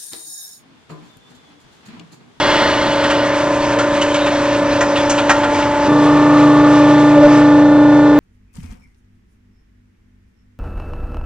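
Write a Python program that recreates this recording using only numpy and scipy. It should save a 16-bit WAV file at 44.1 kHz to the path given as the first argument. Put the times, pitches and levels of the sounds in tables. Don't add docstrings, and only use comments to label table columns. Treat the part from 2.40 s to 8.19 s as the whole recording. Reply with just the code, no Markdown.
import sys
import numpy as np
from scipy import signal
from scipy.fft import rfft, irfft
from scipy.io import wavfile

SR = 44100
rng = np.random.default_rng(int(sys.argv[2]) if len(sys.argv) > 2 else 0)


def store_pcm(level_fs):
    pcm = np.round(np.clip(level_fs, -1, 1) * 32767).astype(np.int16)
    wavfile.write(sys.argv[1], SR, np.atleast_2d(pcm).T)


N = 255339
T = np.arange(N) / SR
JUMP_S = 3.478


def gain(db):
    return 10 ** (np.asarray(db) / 20)


def normalize(x):
    return x / np.sqrt(np.mean(x ** 2))


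def wander(rate_hz):
    steps = rng.standard_normal(1024)
    return 1.65 * np.interp(T * rate_hz + rng.random(), np.arange(len(steps)), steps)


def swell(start_s, length_s):
    return np.maximum(np.sin(np.pi * np.clip((T - start_s) / length_s, 0, 1)), 0)


def band(x, low_hz, high_hz, order=2):
    edges = [low_hz, min(high_hz, SR / 2.2)]
    return signal.sosfilt(signal.butter(order, edges, "band", fs=SR, output="sos"), x)


def rush(spectrum, lift_db, flicker_db, treble_hz=1800):
    freqs = np.fft.rfftfreq(N, 1 / SR) + 1e-3
    hz, db = np.transpose(spectrum)
    shape = gain(np.interp(np.log(freqs), np.log(hz), db))
    noise = rfft(rng.standard_normal(N)) * shape * np.sqrt(SR / 2)
    edges = np.r_[0, 100 * 2 ** np.arange(0, 7.5, .5)]
    out, together = 0, wander(21.97)
    for low, high in zip(edges, edges[1:]):
        treble = high ** 2 / (high ** 2 + treble_hz ** 2)
        level_db = treble * (lift_db + flicker_db * together) + flicker_db * wander(18)
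        out += irfft(noise * ((freqs >= low) & (freqs < high)), N) * gain(level_db)
    return out


def motor_hum(level_db):
    return np.sqrt(2) * gain(level_db + wander(4)) * np.sin(2 * np.pi * 120 * T)


# pitch_hz, level_db_per_hz
FAR_NOISE = [(25, -63.5), (60, -55.5), (120, -54.5), (200, -55.5), (350, -54), (600, -52), (800, -57),
             (1150, -55.5), (1600, -57), (2300, -60.5), (3200, -64.5), (4500, -69.5), (6500, -72),
             (8600, -80)]

def far_flow():
    return rush(FAR_NOISE, lift_db=-0.5, flicker_db=1)


def plate_freed(middle_s=5.105, length_s=0.29):
    return np.clip((T - middle_s) / length_s + .5, 0, 1)


# pitch_hz, level_db_per_hz
NEAR_NOISE = [(25, -64.5), (60, -52.5), (120, -57), (230, -49.5), (350, -50.5), (600, -54.5), (800, -55.5),
              (1150, -53), (1600, -62), (2300, -64), (3200, -68.5), (4500, -74), (6500, -76), (8600, -82.5)]
# start_s, length_s, extra_treble_db
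TIGHT_SPOTS = [(3.88, 0.23, 2), (4.263, 0.28, 2.5), (4.91, 0.11, 3)]

def near_flow_and_scrape(drag_db=2.1, free_db=-5):
    free = plate_freed()
    scrape_db = sum(db * swell(start, length) for start, length, db in TIGHT_SPOTS)
    lift_db = drag_db * (1 - free) + free_db * free + scrape_db
    return rush(NEAR_NOISE, lift_db, flicker_db=0.73)


# pitch_hz, level_db_per_hz
VALVE_NOISE = [(150, -62), (350, -53.5), (700, -53.5), (1500, -54.5), (2300, -60), (3200, -61), (4500, -62),
               (6500, -77), (8600, -96)]
# pitch_hz, relative_level_db
PIPE_NOTES = [(1200, -7), (1490, -2), (1630, -1), (1780, -7), (1900, 0.5), (2110, -0.5), (2800, -3),
              (2950, 1), (3220, -4), (3370, -1), (4170, -5), (4630, -13)]

def valve_hiss(open_s=0.845, fade_db_per_s=7, stop_db_per_s=98, ring_db=-24):
    noise = rng.standard_normal(N)
    ring = sum(gain(db) * band(noise, hz - 15, hz + 15, order=1) for hz, db in PIPE_NOTES)
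    hiss = rush(VALVE_NOISE, lift_db=0, flicker_db=0)
    surge_db = 0.5 + 3.5 * swell(0, length_s=0.35)
    fade_db = fade_db_per_s * T + stop_db_per_s * np.maximum(T - open_s, 0)
    return gain(surge_db - fade_db) * (hiss + gain(ring_db) * normalize(ring))


# start_s, body_db, clatter_db, tick_db
STEEL_HITS = [(.636, -14.5, -24, -34), (.699, -14, -19.5, -29.5), (1.385, -15, -27, -29.5),
              (1.612, -20.5, -19.5, -26), (1.74, -19.5, -19.5, -28.5), (1.858, -16.5, -23, -33),
              (2.034, -22, -39, -44), (2.406, -12.5, -36, -25), (2.556, -18, -19.5, -36),
              (2.694, -17.5, -24.5, -19.5), (2.778, -16, -19, -33), (2.892, -5, -22, -20.5),
              (3.032, -14.5, -29, -39), (3.145, -26, -28, -39), (3.183, -20, -31, -35),
              (3.219, -30, -25, -42)]
# pitch_hz, ring_s, relative_level_db
FRAME_NOTES = [(517, 0.055, 0.5), (806, 0.1, -3), (902, 0.13, -2.5), (1034, 0.24, -8), (1405, 0.19, -0.5),
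               (1551, 0.11, 0), (1695, 0.11, -3.5), (1885, 0.063, 4.5), (2410, 0.087, -6)]

def knocks(contact_s=.014, rise_s=0.0021, echo_db=-13, echo_s=1.0):
    t = T[:SR // 2]
    out = np.zeros(N + len(t))
    for start, body_db, clatter_db, tick_db in STEEL_HITS:
        fall = np.exp(-(t / (2 * contact_s)) ** 2) + gain(echo_db - 60 * t / echo_s)
        grit = rng.standard_normal(len(t)) * gain(1.5 * rng.standard_normal(len(t)))
        spray = grit * fall * (1 - np.exp(-t / rise_s))
        notes = 0
        for hz, ring_s, db in FRAME_NOTES:
            pitch_hz = hz * (1 + 0.011 * rng.standard_normal())
            notes += gain(db - 60 * t / ring_s) * np.sin(2 * np.pi * pitch_hz * t)
        ring = signal.fftconvolve(spray, notes)[:len(t)]
        body = normalize(band(spray, 590, 1790)) + gain(-2) * normalize(ring)
        clatter = band(spray, 1800, 3070)
        tick = band(spray, 5300, 7200)
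        i = int(start * SR)
        for part, db in (body, body_db - 3), (clatter, clatter_db - 2), (tick, tick_db - 1):
            out[i:i + len(t)] += gain(db) * part / np.std(part[:SR // 40])
    return out[:N]


# start_s, length_s, pitch_hz, width_hz, level_db
RUBS = [(1.204, .034, 4510, 220, -33), (1.61, 0.021, 2930, 220, -21), (1.691, .033, 3110, 200, -27),
        (1.806, 0.051, 3720, 350, -27), (2.305, 0.037, 4070, 450, -32), (2.559, 0.065, 3360, 300, -31),
        (3.47, 1.1, 1167, 130, -23.5), (4.2, .36, 579, 7.5, -22), (4.942, .046, 5220, 350, -41)]

def rubbing():
    out = np.zeros(N)
    for start, length, hz, width, db in RUBS:
        rasp = band(rng.standard_normal(N), hz - width / 2, hz + width / 2)
        out += gain(db) * swell(start, length) ** .5 * normalize(rasp)
    return out


# start_s, length_s, pitch_hz, level_db
RAM_GROANS = [(4.757, 0.052, 580, -8.5), (4.817, 0.062, 584.6, -4.5)]

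def groans(wobble=0.0033):
    out = np.zeros(N)
    for start, length, hz, db in RAM_GROANS:
        pitch_hz = hz * (1 + wobble * wander(170))
        tone = np.sin(2 * np.pi * np.cumsum(pitch_hz) / SR)
        out += np.sqrt(2) * gain(db) * swell(start, length) ** 0.62 * tone
    return out


VANES = 10

def pump(shaft_hz, steady, strong, waver_db, jitter_rad, scatter_rad, faint_db):
    angle = 2 * np.pi * np.cumsum(shaft_hz) / SR + jitter_rad * wander(25)
    lags, throbs = 2 * np.pi * rng.random((2, 32))

    def tone(k, db):
        group = round(k / VANES)
        phase = round(k) * (angle + throbs[group]) + lags[group]
        return gain(db) * np.cos(phase + scatter_rad * rng.standard_normal())

    out = sum(tone(k, db + 0.4 * wander(7.1)) for k, db in strong.items())
    for k, db in steady:
        share = .5 if round(k) % VANES == 0 else 1
        out += tone(k, db + waver_db * share * wander(5))
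    others = set(range(2, 60)) - set(strong) - {round(k) for k, _ in steady}
    out += sum(tone(k, faint_db - abs(k - 25) / 6 + waver_db * wander(5.4)) for k in sorted(others))
    return np.sqrt(2) * out


# shaft_multiple, level_db
FAR_STEADY_TONES = [(9, -40.5), (11, -36.5), (12, -35), (13, -47), (17, -46), (18, -38.5), (22, -34.5),
                    (29, -40.5), (31, -33.5), (32, -32.5), (34, -36), (35, -32), (40, -37.5), (50, -39),
                    (60, -36), (61, -46)]
# shaft_multiple, level_db, slowdown_hz, half_width_hz, dip_db
FAR_DIPPING_TONES = [(10, -20.5, .01, 0.077, 4.5), (19, -21.5, 0.47, 0.03, 25),
                     (20, -20.5, 0.042, 0.034, 7.5), (21, -22, 0.3, .13, 29.5), (30, -17.5, 0.2, 0.15, 20)]

def far_pump(shaft_hz=29.54):
    slowdown_hz = .062 * T + .027 * T ** 2
    strong = {round(k): db - dip_db / (1 + ((slowdown_hz - dip_at_hz) / width) ** 2)
              for k, db, dip_at_hz, width, dip_db in FAR_DIPPING_TONES}
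    return pump(shaft_hz - slowdown_hz, FAR_STEADY_TONES, strong,
                waver_db=1.0, jitter_rad=0.0032, scatter_rad=0.96, faint_db=-46.5)


# shaft_multiple, level_db
NEAR_STEADY_TONES = [(12, -35.5), (13, -39.5), (14, -33), (15, -40), (16, -27.5), (18, -28), (22, -35.5),
                     (23, -37.5), (27, -35.5), (30, -34), (31, -29), (32, -38), (35, -37), (49, -34.5),
                     (50, -36.5), (59, -40.5), (61, -39.5), (62, -46), (119, -47), (120, -42), (140, -48)]
# shaft_multiple, level_db, change_when_free_db
NEAR_STRONG_TONES = [(5, -23.5, -3.5), (10, -8.5, 0.7), (19, -28.5, 5.5), (20, -24, 0), (21, -22.5, -3),
                     (29, -23, -1.5), (40, -25, -6), (60, -28.5, -2.5)]

def near_pump(shaft_hz=29.505, whine_db=-45, fall_db_per_octave=9.5):
    free = plate_freed()
    held_back_db = 2.5 * np.exp(-np.maximum(T - JUMP_S, 0) / 0.38)
    strong = {round(k): db + change * free - held_back_db for k, db, change in NEAR_STRONG_TONES}
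    whine = {k: whine_db - fall_db_per_octave * np.log2(k / 70) for k in range(70, 290, VANES)}
    steady = {**whine, **{round(k): db for k, db in NEAR_STEADY_TONES}}
    return pump(np.full(N, shaft_hz), steady.items(), strong,
                waver_db=1.5, jitter_rad=0.0016, scatter_rad=1.96, faint_db=-47.5)


def scene():
    far = far_pump() + motor_hum(level_db=-37) + valve_hiss() + far_flow() + knocks()
    near = near_pump() + motor_hum(level_db=-30) + near_flow_and_scrape()
    jump = np.clip((T - JUMP_S) / .006, 0, 1)
    right = (1 - jump) * far + jump * near + rubbing() + groans()
    left = np.r_[0, 0, right[:-2]]
    return np.array([left, right])


def record(dry):
    treble_cut = signal.ellip(8, .2, 70, 9000, fs=SR, output="sos")
    return signal.sosfilt(treble_cut, np.clip(dry, -1, 1))


dry = scene()
out = record(dry)
store_pcm(out)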